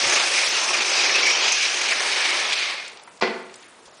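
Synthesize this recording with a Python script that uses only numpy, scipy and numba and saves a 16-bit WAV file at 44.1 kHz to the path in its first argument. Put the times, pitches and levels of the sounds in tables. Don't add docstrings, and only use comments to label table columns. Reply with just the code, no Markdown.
import sys
import numpy as np
from scipy import signal
from scipy.io import wavfile
from scipy.ndimage import uniform_filter1d
from numba import njit

SR = 44100
rng = np.random.default_rng(int(sys.argv[2]) if len(sys.argv) > 2 else 0)


def field_ratio(decibels):
    return 10 ** (np.asarray(decibels, dtype=float) / 20)


def wav_out(sig):
    wavfile.write(sys.argv[1], SR, np.round(np.clip(np.atleast_2d(sig).T, -1, 1) * 32767).astype(np.int16))


N = 176400

# t/s, peak level/dB, f/Hz, decay time t60/s
SETTLING = [(2.879, -31.5, 8040, 0.021), (2.995, -38, 4000, 0.022), (3.035, -41, 9200, 0.017),
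            (2.971, -36, 3500, 0.038), (3.075, -27, 1040, 0.053), (3.172, -46, 4500, 0.038),
            (3.197, -43, 4800, .02), (3.495, -39, 2480, 0.029), (3.54, -33, 4530, 0.022),
            (3.556, -33.5, 8850, 0.028), (3.623, -42.5, 2800, 0.15), (3.855, -46, 4830, 0.12),
            (3.877, -37, 800, 0.092)]


def level(x, db):
    return x * field_ratio(db) / np.sqrt(np.mean(x ** 2) + 1e-18)


def walk(rate):
    values = rng.standard_normal(600)
    place = np.arange(N) * rate / SR
    k = place.astype(int)
    blend = np.sin((place - k) * np.pi / 2) ** 2
    return 1.15 * (values[k] + (values[k + 1] - values[k]) * blend)


def band(x, hz, width):
    return signal.lfilter(*signal.iirpeak(min(hz, .45 * SR), max(hz / width, .1), fs=SR), x)


def twice(x, hz, width):
    return band(band(x, hz, width), hz, width)


@njit
def moving_band(x, hz, width):
    y, b, l = np.empty(len(x)), 0., 0.
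    for i in range(len(x)):
        g, k = np.tan(np.pi * hz[i] / SR), width / hz[i]
        v = (b + g * (x[i] - l)) / (1 + g * (g + k))
        b, l, y[i] = 2 * v - b, l + 2 * g * v, k * v
    return y


def burst(t, at, rise, t60):
    d = np.maximum(t - at, 0)
    return (1 - np.exp(-d / rise)) * field_ratio(-60 * d / max(t60, .003))


def grit():
    clicks_per_s, spread_db = 9000, 2.0
    chance, sign, size = rng.random((3, N))
    return (chance < clicks_per_s / SR) * np.sign(sign - .5) * field_ratio(-spread_db * np.log(size + 1e-9))


def body(clicks, peaks, flicker_db, rate):
    wander = 0.025
    out = 0
    for hz, width, db in peaks:
        f = hz * (1 + wander * walk(9))
        spot = np.roll(clicks, rng.integers(N))
        ringing = moving_band(moving_band(spot, f, 1.77 * width), f, 1.32 * width)
        out = out + field_ratio(db + flicker_db * walk(rate)) * level(ringing, 0)
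    return level(out, 0)


def wheels(t):
    # t/s, scrape level/dB, slide level/dB, roll level/dB, dust level/dB, sleeve ring f/Hz
    ride = [(0, -24, -2.5, -12.5, -13, 2200), (0.143, -22, 0.5, -7.5, -11.5, 2410),
            (.21, -22.5, -4.5, -9, -12.5, 2330), (.31, -26.5, -4, -10.5, -8, 2400),
            (.355, -22, -1, -12, -11, 2410), (.4, -21.5, -2.5, -14.5, -10, 2330),
            (.5, -26, -0.5, -11.5, -12.5, 2470), (.56, -21.5, -3.5, -12, -14.5, 2630),
            (.67, -29, 3, -5, -8.5, 2500), (0.782, -23, -4.5, -10.5, -18, 2430),
            (0.869, -27, -0.5, -7.5, -12.5, 2340), (.99, -22.5, -1, -12, -18.5, 2430),
            (1.12, -24.5, 0, -7.5, -21, 2300), (1.19, -20.5, -9, -11.5, -20.5, 2440),
            (1.27, -23.5, 0, -9.5, -26, 2340), (1.35, -24, -2, -10, -22, 2480),
            (1.42, -22.5, -4, -10, -27, 2370), (1.525, -25, 2.5, -10.5, -24, 2430),
            (1.555, -24.5, -1, -16, -14.5, 2420), (1.64, -23.5, -2.5, -18, -15.5, 2420),
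            (1.75, -26.5, -2, -10.5, -13, 2430), (1.86, -25, -4, -12.5, -15.5, 2360),
            (2.01, -27.5, -3.5, -7.5, -10.5, 2210), (2.241, -23, -8, -14, -14, 2380),
            (2.36, -24.5, -7.5, -11.5, -14.5, 2270), (2.5, -27, -7.5, -11, -17, 2250),
            (2.58, -26, -7.5, -18, -19, 2410), (2.719, -29, -13.5, -12.5, -16.5, 2200),
            (2.87, -40.5, -11, -13, -22, 2370), (3.05, -65.5, -19, 8.5, -1, 2340)]
    # f/Hz, width/Hz, level/dB
    sleeve = [(3130, 1050, -3.5), (1774, 710, -4), (3790, 1330, -2.5), (4520, 890, -5)]
    # f/Hz, width/Hz, level/dB
    skid = [(5230, 710, 2), (6024, 880, 2), (6680, 1000, -9)]
    # f/Hz, width/Hz, level/dB
    frame = [(224.5, 83, -14), (365.3, 71, -4), (543, 203, 1), (800, 247, 2.5), (1130, 390, 3.5),
             (1500, 1070, -0.5)]
    # t/s, peak level/dB, ring f/Hz, length/s
    joints = [(0.123, -9, 1860, 0.021), (0.157, -6, 2660, 0.016), (0.373, -6.5, 2100, 0.027),
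              (0.692, -8, 2370, 0.013), (0.743, -3.5, 2340, 0.016), (1.0094, -13, 2180, 0.012),
              (1.053, -19, 2320, 0.015), (1.158, -3.5, 2670, 0.016), (1.268, 0, 2240, 0.015),
              (1.3015, -4.5, 2340, 0.026), (1.39, -19, 2580, 0.043), (1.441, -5.5, 3040, 0.013),
              (1.482, -4.5, 3060, 0.016), (1.518, -12, 2400, 0.023), (1.522, -3, 6180, 0.016),
              (1.8887, 0, 2380, .012), (1.91, -3, 2510, 0.015), (1.924, -6.5, 2040, 0.018),
              (2.204, -14, 2510, 0.017), (2.525, -7, 2460, 0.02), (2.531, -5.5, 3370, 0.016),
              (2.584, -18, 2450, 0.015)]
    chatter_per_s, chatter_db, joint_db = 110, 1.0, -11
    ring_width_hz, ring_db = 480, -2.5

    course = np.array(ride).T
    clicks = level(grit(), 0)
    load, slide, roll, dust, ring = (np.interp(t, course[0], c) for c in course[1:])
    load = load - 150 * np.maximum(t - course[0, -1], 0)
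    load = load + chatter_db * walk(chatter_per_s) + 0.17 * walk(24)
    fine = twice(clicks[::-1], 8450, 3700)
    out = field_ratio(ring_db) * body(clicks, [(ring, ring_width_hz, 0)], 1.37, 60)
    out = out + field_ratio(-0.5) * body(clicks, sleeve, 1, 25.2)
    out = out + field_ratio(slide) * body(clicks, skid, 1, 13)
    out = out + field_ratio(roll + 4.0) * body(clicks, frame, 1.17, 14)
    out = out + field_ratio(dust + 1.27 * walk(34.92)) * level(fine, 0)
    out = field_ratio(load) * out
    for at, db, hz, length in joints:
        a = int((at - .004) * SR)
        x = clicks[a:a + 6000] * burst(np.arange(6000) / SR, 0, 0.0027, 4 * length)
        knock = 6.0 * twice(x, hz, 800) + 1.1 * band(x, 2800, 3000)
        knock = knock + 1.0 * band(band(x, 5400, 2000), 3800, 2000)
        out[a:a + 6000] += field_ratio(db + joint_db) * knock
    return out


def town(t):
    # f/Hz, level per Hz/dB
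    spectrum = [(40, -31), (140, -11), (300, -6.5), (500, -0.5), (1050, -5.5), (1600, -7.5), (4000, -16),
                (10000, -16)]
    # t/s, level/dB, length/s
    puffs = [
        (0.07, -47, 0.043),
        (0.17, -52, .03),
        (.265, -60, 0.022),
        (0.49, -57, .02),
        (1.242, -67, 0.63),
        (1.525, -68, 0.028),
        (3.232, -57, 0.02),
        (3.885, -65, 0.018),
    ]
    town_db, wind_db = -48.5, -80

    s = np.array(spectrum).T
    swell = .6 * walk(4)
    hum = 0
    for hz in 40 * 2 ** np.arange(0, 8.1, .5):
        db = np.interp(np.log(hz), np.log(s[0]), s[1]) + swell + 2.2 * walk(12)
        hum = hum + field_ratio(db) * twice(rng.standard_normal(N), hz, hz / 2)
    gust = field_ratio(wind_db) + sum(field_ratio(db) * np.exp(-((t - at) / length) ** 2) for at, db, length in puffs)
    wind = band(band(rng.standard_normal(N), 65, 150), 85, 160)
    return level(hum, town_db) + gust * level(wind, 0)


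@njit
def walls(x, lags, gain, damp, sway, rates):
    line, soft, out = np.zeros((8, 8192)), np.zeros(8), np.zeros(len(x))
    for i in range(len(x)):
        total = 0.
        for k in range(8):
            at = i + 8192 - lags[k] - sway * np.sin(rates[k] * i)
            j = int(at)
            back = line[k, j & 8191] + (at - j) * (line[k, (j + 1) & 8191] - line[k, j & 8191])
            soft[k] += (1 - damp) * (gain[k] * back - soft[k])
            total += soft[k]
            out[i] += soft[k] * (1 - 2 * (k % 2))
        for k in range(8):
            line[k, i & 8191] = x[i] + soft[k] - total / 4
    return out


def garage(trike, hit):
    hit_db, trike_db, t60_s, damping = -14, -21.5, 0.63, 0.15
    sway_samples, sway_turns_per_s = 6., 1.3
    lags = np.array([743, 919, 1123, 1367, 1601, 1871, 2203, 2557])
    feed = field_ratio(hit_db) * hit + field_ratio(trike_db) * trike + 1e-18
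    rates = 2 * np.pi * sway_turns_per_s * lags / lags[0] / SR
    return walls(feed, lags, field_ratio(-60 * lags / SR / t60_s), damping, sway_samples, rates)


def squeal(t):
    # t/s, length/s, level/dB, f/Hz
    squeals = [(1.27, 0.054, -23.5, 2290), (1.155, 0.022, -25.5, 2600), (1.055, 0.036, -28.5, 2400),
               (1.6, 0.018, -26, 2800), (1.62, .03, -28, 2350), (1.44, 0.024, -25, 3300),
               (1.345, 0.021, -29, 3100), (1.507, 0.053, -30, 2540), (2.4, 0.042, -39, 2464),
               (1.29, 0.089, -29, 5600), (1, 0.034, -28, 3900), (2.69, 0.035, -39, 2150),
               (2.78, 0.045, -44, 2160)]
    noise = rng.standard_normal(N)
    out = 0
    for at, length, db, hz in squeals:
        swell = np.exp(-((t - at) / length) ** 2)
        out = out + field_ratio(db) * swell * level(twice(noise, hz, 120), 0)
    return field_ratio(2.7 * walk(60)) * out


def ticks(t):
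    noise, out = rng.standard_normal(N), np.zeros(N + 8000)
    for at, db, hz, t60 in SETTLING:
        a = int(at * SR)
        x = noise[a:a + 5000] * burst(t[:5000], 0, 0.00084, t60)
        out[a:a + 5000] += field_ratio(db + 8.5) * twice(x, hz, hz)
    return out[:N]


def thump(t):
    # t/s, level/dB, contact time/s
    blows = [
        (3.2241, 3.5, 0.0006),
        (3.229, -4.5, 0.00039),
        (3.234, 1, 0.00047),
        (3.262, -8, 0.00059),
        (3.277, -3.5, 0.0025),
        (3.294, -10, .0012),
        (3.331, -7.5, 0.001),
        (3.38, -24, 0.0013),
        (3.42, -19, 0.0015),
    ]
    # t/s, level/dB
    sole = [
        (3.2246, -3.5),
        (3.2291, -7),
        (3.2347, -9),
        (3.2375, -11),
        (3.2412, -13),
    ]
    # f/Hz, level/dB, decay time t60/s
    panel = [(234, -4, 0.12), (251, 1.5, 0.096), (377.6, 2, 0.16), (397, -13, 0.13), (445, 2, 0.045),
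             (480, -10, 0.064), (672, -4, 0.11), (920, -8, 0.025), (1460, 0, 0.015), (2000, -3.5, 0.038),
             (2200, -9, .04), (2440, -21, .07), (4300, -9, 0.036)]
    thump_db, crack_db = -27.5, -10
    snap_width_s, snap_lean = .00034, .3
    scuff_s, scuff_len_s, scuff_db = 3.2105, 0.037, -27

    noise = rng.standard_normal(N)
    rumble = band(noise, 340, 910)
    push = 0
    for at, db, contact in blows:
        pulse = np.exp(-((t - at) / contact * 2.9) ** 2) / contact * 0.00079
        push = push + field_ratio(db) * (pulse + 0.53 * burst(t, at, 0.0016, 0.16) * rumble)
    a = int(blows[0][0] * SR) - 200
    d = np.arange(N - a) / SR
    rings = sum(field_ratio(db - 60 * d / t60) * np.sin(2 * np.pi * hz * d) for hz, db, t60 in panel)
    ringing = np.zeros(N)
    ringing[a:] = signal.fftconvolve(np.diff(push[a:], prepend=0), rings)[:N - a]

    crack = sum(field_ratio(db) * burst(t, at - .0004, 0.00017, .035) for at, db, contact in blows[:5])
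    crack = crack * band(band(noise, 1630, 2400), 1400, 3400)

    back = noise[::-1]
    rub = band(band(back, 3500, 1300), 4350, 1300) + 1.5 * band(band(back, 1400, 2400), 1500, 3000)
    scuff = burst(t, scuff_s, 0.0011, 6 * scuff_len_s) * rub

    snaps = 0
    for at, db in sole:
        u = (t - at) / snap_width_s
        snaps = snaps + field_ratio(db) * (u - snap_lean) * np.exp(-u ** 2)
    out = band(snaps, 1240, 2600) - field_ratio(thump_db) * ringing
    return out + field_ratio(crack_db) * crack + field_ratio(scuff_db + 13) * scuff


def starve(x):
    holes_from_hz, hole_width_hz = 4800, 560
    loud_share, quiet_share = .09, .36
    f, s, z = signal.stft(x, SR, nperseg=384)
    k = np.maximum((f - holes_from_hz) / hole_width_hz + 1, 0).astype(int)
    quiet = uniform_filter1d(np.abs(z).mean(axis=0), size=12) < field_ratio(-66)
    own = np.repeat(rng.random((k.max() + 1, len(s))), 3, axis=-1)[..., :len(s)]
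    shared = np.repeat(rng.random(len(s)), 3, axis=-1)[..., :len(s)]
    after = sum(np.abs(s - row[0] - .022) < .012 for row in SETTLING) > 0
    chance = np.where(quiet, (own + shared * np.where(after, .2, 1)) ** 2 / 2, own)
    slope = np.minimum(k[:, None] / np.where(quiet, 11, 3), 1)
    share = slope * np.where(quiet, quiet_share, loud_share)
    return signal.istft(z * (chance[k] >= share), SR, nperseg=384)[1][:N]


def scene():
    t = np.arange(N) / SR
    room_top_hz, bass_hz = 5760, 223
    trike = wheels(t) + squeal(t)
    dull = signal.butter(3, room_top_hz, fs=SR, output="sos")
    hit = signal.sosfilt(dull, thump(t)) + ticks(t)
    thin = signal.butter(3, bass_hz, "high", fs=SR, output="sos")
    near = signal.sosfilt(thin, trike + hit + garage(trike, hit))
    return np.array([near + town(t)] * 2)


def roll_off(x):
    return signal.sosfilt(signal.butter(12, 16000, fs=SR, output="sos"), x)


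def record(dry):
    t = np.arange(N) / SR
    gap_s, gap_len_s = 3.2045, .006
    click_s, click_db, top_hz = .4915, -15.5, 10050
    x = dry[0] * (1 - 0.96 * np.exp(-((t - gap_s) / gap_len_s * 2) ** 4))
    x = starve(np.tanh(1.1 * x) / 1.118)
    x = signal.sosfilt(signal.ellip(12, .3, 95, top_hz, fs=SR, output="sos"), x)
    x[int(click_s * SR)] += field_ratio(click_db)
    return roll_off(np.array([x, x]))


dry = scene()
out = record(dry)
wav_out(out)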